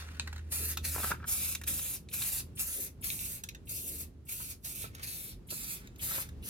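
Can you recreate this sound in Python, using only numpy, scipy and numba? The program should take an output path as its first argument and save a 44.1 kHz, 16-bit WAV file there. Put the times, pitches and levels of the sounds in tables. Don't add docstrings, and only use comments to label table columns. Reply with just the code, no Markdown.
import sys
import numpy as np
from scipy import signal
from scipy.fft import rfft, irfft
from scipy.io import wavfile
from scipy.ndimage import uniform_filter1d, map_coordinates
from numba import njit

SR = 44100
rng = np.random.default_rng(int(sys.argv[2]) if len(sys.argv) > 2 else 0)


def waveform_to_disk(signal):
    frames = np.transpose(np.atleast_2d(signal))
    scaled = np.clip(frames, -1, 1) * 32767
    samples = np.round(scaled).astype(np.int16)
    wavfile.write(sys.argv[1], SR, samples)


N = 286375
TIME_S = np.arange(N) / SR

# open_s, length_s, jet_db, first_rush_over_jet_db, sag_over_press_db, lower_hiss_over_jet_db,
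# shut_db_per_s, crack_lead_s, squeak_db, spit_peak_db; None = no such sound
PRESSES = [(-.2, 0.2, -49, -4, -0.5, -4, 400, None, None, None),
           (0.524, 0.21, -39, 6, 1, -12, 750, None, None, None),
           (0.852, 0.26, -42, 9.5, -5, -10.5, 650, None, None, None),
           (1.276, 0.27, -34, -5, 6, -13, 790, 0.023, -42, None),
           (1.677, 0.29, -36.5, 2.4, 4.5, -13.5, 750, None, None, None),
           (2.138, 0.27, -39.5, 5, -2, -14, 800, 0.047, -40, -45.5),
           (2.596, 0.28, -38, 6, 5, -14, 748, 0.045, -35, -41),
           (3.043, 0.34, -40, 2, 3, -13, 600, 0.036, -37.5, -44),
           (3.695, 0.34, -44.5, 7, -1.5, -14, 597, 0.046, -47, -48.5),
           (4.293, 0.24, -42, 1, 4.5, -14, 650, 0.045, -45.5, -57.5),
           (4.647, 0.21, -44, 2, -2, -12.5, 549, 0.051, -58, None),
           (5.032, 0.29, -43.5, -1.5, 6.5, -9.5, 494, None, None, None),
           (5.509, 0.26, -44.5, 6.5, -3.5, -14, 392, 0.043, -42, -47),
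           (6.008, 0.22, -37, -16, 3.5, -12.5, 448, .029, -38, -42),
           (6.438, 0.079, -45.5, -11, -7, -10, 600, 0.022, -46, -46.5)]
# freq_hz, density_db
JET_SPECTRUM = [(4500, -34), (6500, -6.5), (8500, -5), (10500, 0), (13000, 1), (16000, -9)]
# freq_hz, density_db
LOWER_SPECTRUM = [(500, 2), (1000, -4.5), (2100, 2), (2600, 6.5), (3100, 1), (4500, 6), (6500, 1),
                  (9000, -39)]
# time_s, base_level_db, dull_modes_over_base_db, bright_modes_over_base_db
BALL_BLOWS = [(0.086, -52, 3, -12), (0.1973, -21.5, -10.5, -29), (0.2741, -42.5, 2.5, 2),
              (0.328, -45, 3, 0), (0.3606, -46.5, -1.5, 0), (0.379, -50, 1, -1), (0.391, -57, 3, -4),
              (0.7722, -30, -7.5, 7.5), (1.5503, -33.5, -8, 10.5), (1.614, -53, 7, 14.5),
              (1.6364, -40.5, -10, 7), (1.7928, -39, -8.5, -17), (2.088, -42.5, -49, -27),
              (2.2203, -31, -14.5, -13), (3.1027, -25.5, -47, -20), (3.192, -36, -30, -22),
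              (3.4367, -36.5, -8.5, 8.5), (3.4882, -35.5, -41, 4), (3.548, -44, -6, -1),
              (4.9485, -43.5, -8, 7.5), (5.8714, -47.5, -30, -1), (5.959, -53, -17, 2), (6.288, -50, -2, 3)]
# centre_hz, width_hz, level_db
CAN_MODES = [(1090, 570, -5), (1680, 820, 7), (2610, 650, -1.5), (3850, 540, 0), (6700, 2600, 2),
             (11050, 11300, 2)]
# time_s, base_level_db, deep_modes_over_base_db, contact_s
KNOCKS = [(0.945, -40.5, -15, 0.011), (0.959, -41.5, 1, 0.0074), (0.979, -41.5, -2.5, 0.0062),
          (0.994, -43, -4, 0.011), (1.028, -32.5, -26, 0.011), (1.042, -28.5, -9, 0.0054),
          (1.066, -42, -19, 0.018), (1.105, -36.5, -3, 0.0064), (1.1152, -25, -14, 0.0011),
          (1.134, -42, -10, 0.023), (1.198, -47, -17, 0.0066), (1.223, -42.5, -10, .008),
          (1.24, -40, -12, 0.0063), (4.399, -42.5, -11.5, 0.0042), (4.841, -38, -8, 0.0064),
          (5.522, -45.5, -5, 0.0082), (6.109, -35.5, -14, .003), (6.179, -37.5, -6.5, 0.0029)]
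# centre_hz, width_hz, level_db
PANEL_MODES = [(198, 290, 6), (375, 203, -2), (646, 490, 8), (935, 210, -5.5), (1290, 220, 1.5),
               (1543, 116, -5), (1900, 490, -18)]
# loudest_s, level_db, fade_db_per_s
STIRS = [(0, -52, 181), (.15, -61.5, 32), (1.03, -53.5, 110), (4.999, -58, 195), (5.642, -58, 189),
         (5.84, -65.5, 204), (6.141, -46.5, 179)]
# freq_hz, density_db
SHEET_SPECTRUM = [(400, 1), (900, -2.5), (1600, 4), (4000, -5), (16000, -13.5)]
# time_s, peak_db before waver
MOTOR_LEVEL = [(0.0, -43), (0.9, -37), (1.35, -48.5), (1.75, -46.5), (2.0, -56), (2.5, -50), (3.4, -60.5),
               (3.75, -49), (4.7, -57.5), (6.05, -72.5), (6.378, -39.5), (6.49, -53)]
# time_s, level_db before waver
RUMBLE_LEVEL = [(0, -54.5), (1.2, -53), (2.7, -55), (4.2, -56.5), (5.6, -55), (6.3, -51.5)]
# freq_hz, density_db
RUMBLE_SPECTRUM = [(28, -50), (42, 2), (120, -1), (200, -6.5), (400, -15.5), (700, -30), (1900, -39),
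                   (4000, -43.5), (16000, -55)]
# centre_s, level_db, half_length_s
GUSTS = [(0.634, -50, 0.044), (2.803, -52, 0.078), (3.89, -57, 0.14), (5.523, -51, 0.014)]
# time_s, left_lags_right_ms
BEARING = [(.6, 0.1), (1.1, -0.052), (2.3, -0.0245), (2.75, 0.2), (3.2, 0.35), (3.8, 0.37), (4.7, 0.349),
           (5.6, 0.26), (6.49, 0.2)]

OPEN_DB_PER_S = 1377
LOWER_RUSH_DB, RUSH_S = 4., 0.017
EASE_DB, EASE_S = 8.5, 0.011
SPIT_SHARE = 0.54
TICK_GAIN, TICK_AT_DB, TICK_DB_PER_DB = 3.8, -46, 0.37
RUSTLE_RISE_DB_PER_S, CRACKLE_AT_DB = 172, -56
MOTOR_HZ, MOTOR_SAG_HZ_PER_S = 78.8, .8
ROOM_T60_S, BRIGHT_T60_S, ROOM_DB = .24, .14, -5
PORTS_MS, PORTS_HZ, TREBLE_SHARED = .297, 8800, .82
TOP_HZ = 16100


def spray(spread=0.64):
    jet, lower, sputter = np.zeros((3, N))
    for open_s, length_s, jet_db, rush_db, sag_db, lower_db, shut_db_per_s, *_ in PRESSES:
        close_s = open_s + length_s
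        since_s = np.maximum(TIME_S - open_s, 0)
        left_s = np.maximum(close_s - TIME_S, 0)
        opening_db = -OPEN_DB_PER_S * np.maximum(open_s - TIME_S, 0)
        closing_db = -shut_db_per_s * np.maximum(TIME_S - close_s, 0)
        rush = np.exp(-since_s / RUSH_S)
        ease = np.exp(-left_s / EASE_S)
        sag = np.minimum(since_s / length_s, 1)
        flow_db = jet_db - sag_db * sag + rush_db * rush + opening_db + closing_db
        jet += undb(flow_db - EASE_DB * ease)
        lower += undb(flow_db + lower_db + LOWER_RUSH_DB * rush)
        sputter += np.exp(-since_s / 0.04) * (TIME_S > open_s)
    flutter = undb(1.83 * walk(60) + (.8 + sputter) * walk(2500))
    swings_db = [3.2 * walk(11) for _ in range(6)]
    hisses = []
    for _ in range(3):
        jet_hiss = jet * flutter * coloured(JET_SPECTRUM, 8100, 14600)
        lower_hiss = lower * flutter * patchy(coloured(LOWER_SPECTRUM, 1000, 9100), swings_db)
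        hisses.append(jet_hiss + lower_hiss)
    return hisses[0], spread * np.array(hisses[1:])


def patchy(hiss, swings_db):
    centres_hz = 1800 * 1.35 ** np.arange(len(swings_db))
    return hiss + sum((undb(db) - 1) * band(hiss, hz, hz / 4) for hz, db in zip(centres_hz, swings_db))


def valve():
    out = np.zeros(N)
    t_s = np.arange(int(.04 * SR)) / SR
    squeak_hz = 8000 + 170000 * np.minimum(t_s, .016)
    rise, fade = np.minimum(t_s / 0.016, 1), np.exp(-(t_s / .016) ** 4)
    for open_s, *_, lead_s, squeak_db, spit_db in PRESSES:
        gas = rng.standard_normal(len(t_s))
        spit = burst(0.05, 0.00045, 0.0097)
        if squeak_db is not None:
            squeak = sum(svf(svf(gas, k * squeak_hz, 2400.), k * squeak_hz, 2400.) for k in (1, 1.4))
            leak = 0.5 * band(gas, 11400, 9600) * t_s / t_s[-1]
            add(out, open_s - lead_s, undb(squeak_db) * (squeak * fade + leak) * rise)
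        if spit_db is not None:
            stem = band(band(spit, 3140, 1100), 2640, 1400)
            add(out, open_s - SPIT_SHARE * lead_s, peak(stem, spit_db))
    return out


def ball():
    out = np.zeros(N)
    for time_s, base_db, dull_db, bright_db in BALL_BLOWS:
        contact = burst(0.026, 0.0021, 0.0041) + 0.035 * burst(0.14, 0.0034)
        contact[40] += TICK_GAIN * undb(TICK_DB_PER_DB * (base_db - bright_db - TICK_AT_DB))
        shifts = 1 + .05 * rng.standard_normal(len(CAN_MODES))
        for (hz, width_hz, mode_db), shift in zip(CAN_MODES, shifts):
            part_db = dull_db if hz < 2000 else bright_db if hz > 7000 else 0
            mode = ring(contact, hz * shift, width_hz)
            add(out, time_s - .001, peak(mode, base_db + mode_db + part_db))
    return out


def knocks():
    out = np.zeros(N)
    for time_s, base_db, deep_db, contact_s in KNOCKS:
        blow = burst(0.018 + 3 * contact_s, contact_s / 5, contact_s / 2)
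        blow *= undb(4 * np.repeat(rng.standard_normal(len(blow) // 45), 45))
        places_db = 1.5 * rng.standard_normal(len(PANEL_MODES))
        panel = np.zeros(len(blow))
        for (hz, width_hz, mode_db), place_db in zip(PANEL_MODES, places_db):
            part_db = deep_db * (hz < 900)
            panel += peak(ring(blow, hz, width_hz), mode_db + place_db + part_db)
        add(out, time_s, undb(base_db) * panel)
    return out


def rustle():
    gain = np.zeros(N)
    for loudest_s, level_db, fade_db_per_s in STIRS:
        rise_db = -RUSTLE_RISE_DB_PER_S * np.maximum(loudest_s - TIME_S, 0)
        fade_db = -fade_db_per_s * np.maximum(TIME_S - loudest_s, 0)
        gain += undb(level_db + rise_db + fade_db)
    hardness = gain / undb(CRACKLE_AT_DB)
    crackle = hardness * undb(6.3 * walk(700)) * band(rng.standard_normal(N), 3800, 2600)
    return gain * undb(3.3 * walk(150)) * (coloured(SHEET_SPECTRUM, 900, 3000) + crackle)


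def garage_air():
    motor_hz = (MOTOR_HZ - MOTOR_SAG_HZ_PER_S * TIME_S) * (1 + .015 * walk(10))
    turns = np.cumsum(motor_hz) / SR
    motor_db = follow(MOTOR_LEVEL) + 1.04 * walk(9.9)
    motor = undb(motor_db) * np.sin(2 * np.pi * turns)

    mid, side = coloured(RUMBLE_SPECTRUM, 105.8, 274), coloured(RUMBLE_SPECTRUM, 116, 165)
    highpass = signal.butter(1, 900, "high", fs=SR, output="sos")
    side = 0.1 * side + 0.59 * signal.sosfilt(highpass, side)
    sides = np.array([[1], [-1]])
    rumble = undb(follow(RUMBLE_LEVEL) + 1.8 * walk(9)) * (mid + sides * side)

    gust_spectrum = [(120, -55.0), (200, -12.0), (450, -14.0), (900, -36.0)]  # freq_hz, density_db
    gust_mid, gust_side = (coloured(gust_spectrum) for _ in range(2))
    swell = sum(undb(db) * np.exp(-((TIME_S - centre_s) / half_s) ** 2) for centre_s, db, half_s in GUSTS)
    gusts = swell * undb(2.5 * walk(30)) * (gust_mid + .4 * sides * gust_side)
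    return (motor + rumble) * (1 - 0.046 * sides) + gusts


def room(dry):
    t_s = np.arange(int(.4 * SR)) / SR
    tails = rng.standard_normal((2, len(t_s))) * undb(-60 * t_s / ROOM_T60_S) * (t_s > .002)
    bright = np.array([band(noise, 1950, 8600) for noise in rng.standard_normal((2, len(t_s)))])
    tails += 11.2 * bright * undb(-60 * t_s / BRIGHT_T60_S)
    tails *= undb(ROOM_DB) / np.sqrt(np.sum(tails[0] ** 2))
    return signal.fftconvolve(dry[None], tails)[:, :N]


def undb(db):
    return 10 ** (np.asarray(db) / 20)


def follow(table):
    return np.interp(TIME_S, *np.transpose(table))


def coloured(spectrum, lo_hz=20, hi_hz=20000):
    hz = np.maximum(np.fft.rfftfreq(N, 1 / SR), 1)
    at_hz, db = np.transpose(spectrum)
    above_db = db[-1] - 40 * (at_hz[-1] < 15000)
    shape_db = np.interp(np.log(hz), np.log(at_hz), db, -90, above_db)
    spec = rfft(rng.standard_normal(N)) * undb(shape_db)
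    inside = (hz > lo_hz) & (hz < hi_hz)
    return irfft(spec, N) * N / np.sqrt(2 * np.sum(np.abs(spec[inside]) ** 2))


@njit
def svf(x, hz, width_hz):
    y, b, l = np.empty(len(x)), 0., 0.
    for i in range(len(x)):
        g, k = np.tan(np.pi * hz[i] / SR), width_hz / hz[i]
        v = (b + g * (x[i] - l)) / (1 + g * (g + k))
        b, l, y[i] = 2 * v - b, l + 2 * g * v, k * v
    return y


def band(x, hz, width_hz):
    return svf(x, np.full(len(x), 1. * hz), 1. * width_hz)


def ring(blow, hz, width_hz):
    return band(band(blow, hz, width_hz), hz, 2 * width_hz)


def walk(rate_hz):
    k = int(SR / rate_hz)
    return uniform_filter1d(np.repeat(rng.standard_normal(N // k + 1), k), k)[:N]


def burst(t60_s, rise_s, hold_s=0.):
    t_s = np.arange(int(.15 * SR)) / SR
    shape = np.minimum(t_s / rise_s, 1) * undb(-60 * np.maximum(t_s - hold_s, 0) / t60_s)
    return shape * rng.standard_normal(len(t_s))


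def peak(sound, db):
    return undb(db) * sound / np.abs(sound).max()


def add(track, time_s, sound):
    i = int(time_s * SR)
    track[i:i + len(sound)] += sound[:len(track) - i]


def scene():
    nozzle, plume = spray()
    bounce_s = 0.000906 + 0.000339 * uniform_filter1d(walk(4), size=8000)
    nozzle = nozzle + 0.34 * map_coordinates(nozzle, [np.arange(N) - bounce_s * SR], order=3)
    blows = knocks() + ball()
    near = nozzle + valve() + blows + rustle()
    lag_samples = follow(BEARING) * SR / 1000
    left = map_coordinates(near, [np.arange(N) - lag_samples], order=3)
    return np.array([left, near]) + plume + room(near - 0.45 * blows) + garage_air()


def record(dry):
    hz = np.fft.rfftfreq(N, 1 / SR)
    left, right = rfft(dry)
    share = TREBLE_SHARED / (1 + np.exp((PORTS_HZ - hz) / 250))
    late_right = right * np.exp(-2j * np.pi * hz * PORTS_MS / 1000)
    left = np.sqrt(1 - share ** 2) * left + share * late_right
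    lowpass = signal.ellip(10, .2, 80, TOP_HZ, fs=SR, output="sos")
    return signal.sosfilt(lowpass, irfft(np.array([left, right]), N))


dry = scene()
out = record(dry)
waveform_to_disk(out)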